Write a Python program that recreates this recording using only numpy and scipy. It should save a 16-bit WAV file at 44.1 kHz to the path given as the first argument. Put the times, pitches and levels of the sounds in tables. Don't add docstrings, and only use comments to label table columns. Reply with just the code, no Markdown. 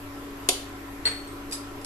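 import sys
import numpy as np
from scipy import signal
from scipy.fft import rfft, irfft
from scipy.io import wavfile
from scipy.ndimage import uniform_filter1d

SR = 44100
rng = np.random.default_rng(int(sys.argv[2]) if len(sys.argv) > 2 else 0)


def store_wav(level_fs):
    pcm = np.round(np.clip(np.atleast_2d(level_fs), -1, 1) * 32767)
    wavfile.write(sys.argv[1], SR, pcm.T.astype(np.int16))


def linear_from_db(decibels):
    return 10 ** (np.asarray(decibels, float) / 20)


N = 81585


def evened(x):
    return x / np.sqrt(np.mean(x ** 2) + 1e-20)


def read(points, hz):
    f, value = np.transpose(points)
    return np.interp(np.log(hz + 1), np.log(f + 1), value)


def add(mix, start_s, sound):
    part = mix[max(round(start_s * SR), 0):][:len(sound)]
    part += sound[:len(part)]


# start_s, pitch_hz, level_db
FAN = [(0, 282.3, -44.5), (.25, 281.8, -41), (.45, 279.3, -44.5), (.9, 280.3, -44), (1.2, 283.1, -43.5),
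       (1.6, 282.2, -41.5), (1.85, 281, -46)]
# multiple, level_db
OVERTONES = [(2, -17), (4, -17)]
# start_s, level_db
MAINS_SWELL = [(0, -56), (.7, -51.5), (1.15, -48.5), (1.5, -53.5), (1.85, -54)]
# pitch_hz, rms_db, width_hz
LOW_LINES = [(17.975, -55, 5.5), (101.1, -51.5, 6.1)]
# freq_hz, lead_rad
LEAD = [(30, -.03), (300, -.14), (1290, -.3), (2500, -1)]


def hum():
    mains_hz = 49.1
    t = np.arange(N) / SR
    right = np.array([[0], [1]])
    lag = 1 - right
    start_s, pitch_hz, level_db = np.transpose(FAN)
    turn = 2 * np.pi * np.cumsum(np.interp(t, start_s, pitch_hz)) / SR
    blade = np.sin(turn + read(LEAD, pitch_hz.mean()) * lag)
    for multiple, overtone_db in OVERTONES:
        blade = blade + linear_from_db(overtone_db) * np.sin(multiple * turn - 0.81 * lag)
    mains = np.sin(2 * np.pi * mains_hz * t - 0.27 * lag)
    tone = linear_from_db(np.interp(t, start_s, level_db)) * np.sqrt(2) * blade
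    tone += linear_from_db(np.interp(t, *np.transpose(MAINS_SWELL))) * np.sqrt(2) * mains

    for line_hz, rms_db, width_hz in LOW_LINES:
        pole = np.exp(-np.pi * abs(width_hz) / SR)
        z = rng.standard_normal((2, N + SR))
        waver = signal.lfilter([1], [1, -pole], z[0] + 1j * z[1])
        waver = signal.lfilter([1], [1, -pole], waver)[SR:]
        line = np.exp(-.2j * lag) * waver * np.exp(2j * np.pi * line_hz * t)
        tone += linear_from_db(rms_db) * evened(line.real)
    return tone * linear_from_db(.7 - 1.4 * right)


# freq_hz, density_db_per_hz
AIR = [(25, 3.5), (200, -4.5), (700, -2), (1500, -3.5), (2200, -6.5), (4000, -13.5), (8000, -19.5),
       (13000, -20)]
# freq_hz, width_hz, boost_db
VENT = [(356.5, 239, 10.5), (522, 57, -8.5), (594, 38, 6), (756, 50, 5.5), (1010, 100, 7), (1334, 90, 7),
        (1844, 80, 2.5), (7540, 300, 4.5), (11800, 1200, 8.5)]
# freq_hz, likeness_0_to_1
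SAME = [(60, .98), (180, .96), (380, .95), (660, .4), (1200, .2), (2200, 0), (13100, 0)]
# freq_hz, left_over_right_db
LEAN = [(60, 1.5), (230, 2), (890, 0.0), (3410, 0.31), (13100, 1.5)]


def air():
    level_db, patchy_db, swell_db = -41.5, 1.5, 0.08
    frames, hz = N // 512 + 5, np.fft.rfftfreq(2048, 1 / SR)
    a, b, c, d, p = rng.standard_normal((frames, 1025, 5)).T
    patches = uniform_filter1d(p, size=20, axis=0)
    patches = evened(uniform_filter1d(patches, size=6, axis=1))
    swell = evened(uniform_filter1d(p[0], size=12))
    colour_db = read(AIR, hz)
    for f, width_hz, boost_db in VENT:
        colour_db = colour_db + boost_db / (1 + (2 * (hz - f) / width_hz) ** 4)
    same = np.clip(read(SAME, hz), 0, 1)[:, None]
    left = a + 1j * b
    shared = same * left * np.exp(-1j * read(LEAD, hz))[:, None]
    right = shared + np.sqrt(1 - same ** 2) * (c + 1j * d)
    lean = linear_from_db(read(LEAN, hz) / 2)[:, None]
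    z = np.array([left * lean, right / lean])
    z = z * linear_from_db(colour_db[:, None] + patchy_db * patches + swell_db * swell)
    return linear_from_db(level_db) * evened(signal.istft(z, nperseg=2048, noverlap=1536)[1][:, :N])


# freq_hz, level_db, t60_s
KNIFE = [(365, -3, .07), (430, -7, .06), (752, -10, .12), (960, -9, .04), (2600, -4, .035), (3074, -6, .05),
         (3540, -6, .06), (3940, -4, .05), (4904, -14, .17), (6085, -4, .03), (7063, -12, .2),
         (7973, -7, .04), (9436, -1, .03), (11130, -5, .025)]
# freq_hz, density_db_per_hz
KNIFE_CRACK = [(250, -13), (385, -6), (800, -7.5), (1520, -23), (3050, -7.5), (5300, -10), (9500, -9),
               (13000, -16)]
# start_s, ring_db, crack_db, left_over_right_db, tilt_db_per_oct
KNIFE_HITS = [
    (.4862, -53, -50, 12, -7.5),
    (.4886, -19.5, -8.5, 2, 3.5),
    (.4915, -38, -12.5, -2, 3),
    (.4942, -25.5, -18.5, -1.5, -0.5),
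    (.5015, -44.5, -23.5, 2, 3),
    (.5405, -52, -41, -3, -4),
]


def knife():
    return knocks(KNIFE_HITS, KNIFE, KNIFE_CRACK, crack_s=0.021, rise_s=0.0002, room_db=-5.5)


# freq_hz, level_db, t60_s
DISH = [(448, -22, .1), (1750, -19, .07), (1986, -22, .1), (3700, -19, .08), (3908, -21, .15),
        (4248, -7, .09), (4358, 1, .1), (4427, -15, .42), (4486, -12, .22), (4900, -23, .08),
        (8170, -24, .35), (8250, -23, .3), (8330, -8, .1), (8480, -13, .08)]
# freq_hz, density_db_per_hz
DISH_CRACK = [(300, -25), (500, -10), (1200, -5), (1800, 1.5), (3800, -5), (5700, -18), (8400, -10.5),
              (12300, -23)]
# start_s, ring_db, crack_db, left_over_right_db, tilt_db_per_oct
DISH_HITS = [
    (1.0535, -16, -28.5, 0.97, -1),
    (1.0645, -19.5, -28, 0.98, 2.5),
    (1.0735, -33.5, -27, 0.77, -6),
    (1.113, -33.5, -37, 0.27, -3.5),
    (1.149, -49, -43, 0, -8),
    (1.272, -52, -54, 0.3, 16),
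    (1.32, -57.5, -50.5, 0.017, 15),
]


def dish():
    return knocks(DISH_HITS, DISH, DISH_CRACK, crack_s=0.093, rise_s=0.0017, room_db=-5.5)


# freq_hz, level_db, t60_s
TUMBLER = [(2480, -11, .05), (3700, -10, .05), (4940, 0, .09), (4985, -12, .3), (5690, -13, .05),
           (6200, -12, .05), (7931, -3, .07), (7997, -10, .22), (9609, -10, .05), (10370, -10, .04),
           (10850, -10, .05)]
# freq_hz, density_db_per_hz
TUMBLER_CRACK = [(1000, -10), (2500, -11.5), (4910, -2.5), (6500, -5), (10600, -0.5), (12500, -13)]
# start_s, ring_db, crack_db, left_over_right_db, tilt_db_per_oct
TUMBLER_HITS = [
    (1.497, -60, -52, 0, 0),
    (1.5115, -40, -38, 0, 0),
    (1.5232, -28, -34, 0, -4),
    (1.5282, -34, -31, 0, 5),
    (1.5385, -41, -33, 0, 0),
    (1.555, -44, -41, 0, -2),
    (1.812, -58, -49, 0, 2),
    (1.8462, -43, -31, 0, 3),
]


def tumbler():
    return knocks(TUMBLER_HITS, TUMBLER, TUMBLER_CRACK, crack_s=0.098, rise_s=0.00054, room_db=-5)


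def knocks(hits, modes, crack, crack_s, rise_s, room_db):
    right_early_s, ring_in_room_db, thin_hz = .0003, -4, 274
    t = np.arange(SR // 2) / SR
    rings, cracks = np.zeros((2, N)), np.zeros((2, N))
    hz, db, t60_s = np.transpose(modes)[:, :, None]
    colour = linear_from_db(read(crack, np.fft.rfftfreq(len(t), 1 / SR)))
    alternate = np.pi * np.arange(len(modes))[:, None]
    phases = [alternate, rng.uniform(0, 2 * np.pi, (len(modes), 1))]
    rise = np.minimum(t / max(rise_s, 1e-5), 1)
    for start_s, ring_db, crack_db, pan_db, tilt_db in hits:
        noise = rfft(rng.standard_normal((2, len(t)))) * colour
        noise = evened(irfft(noise, len(t)))
        mode_amp = linear_from_db(db + tilt_db * np.log2(hz / 4000) - 60 * t / t60_s)
        for side in (0, 1):
            ring = (mode_amp * np.sin(2 * np.pi * hz * t + phases[side])).sum(0)
            at_s = start_s - side * right_early_s
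            pan = linear_from_db(pan_db * (.5 - side))
            add(rings[side], at_s, pan * linear_from_db(ring_db) * rise * ring)
            add(cracks[side], at_s, pan * linear_from_db(crack_db - 60 * t / crack_s) * noise[side])
    out = rings + cracks + linear_from_db(room_db) * kitchen(cracks + linear_from_db(ring_in_room_db) * rings)
    thin = signal.butter(4, thin_hz, "high", fs=SR, output="sos")
    left, right = rfft(signal.sosfilt(thin, out))
    same = np.clip(read(SAME, np.fft.rfftfreq(N, 1 / SR)), 0, 1)
    return irfft(np.array([left, same * left + np.sqrt(1 - same ** 2) * right]), N)


# freq_hz, t60_s
ROOM = [(250, 0.41), (1000, 0.43), (3500, 0.45), (8000, .33), (12000, 0.32)]


def kitchen(x):
    taps = np.zeros((2, SR // 2))
    slots = np.arange(200, SR // 2 - 20, 20)
    at = slots + rng.integers(0, 20, (2, len(slots)))
    np.put_along_axis(taps, at, rng.choice([-1., 1.], at.shape), 1)
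    hz, t, z = signal.stft(taps, SR, nperseg=256)
    t60_s = np.maximum(read(ROOM, hz), .02)[:, None]
    tail = signal.istft(z * linear_from_db(-60 * t / t60_s), SR, nperseg=256)[1]
    return signal.fftconvolve(x, tail / np.linalg.norm(tail[0]), axes=1)[:, :N]


def scene():
    return hum() + air() + knife() + dish() + tumbler()


def top_cut(x):
    return signal.sosfilt(signal.butter(12, 13720, fs=SR, output="sos"), x)


def record(dry):
    edge_hz = 12400
    lowpass = signal.firwin(511, edge_hz, window=("kaiser", 9), fs=SR)
    mix = signal.oaconvolve(dry, lowpass[None], "same")
    return top_cut(mix)


dry = scene()
out = record(dry)
store_wav(out)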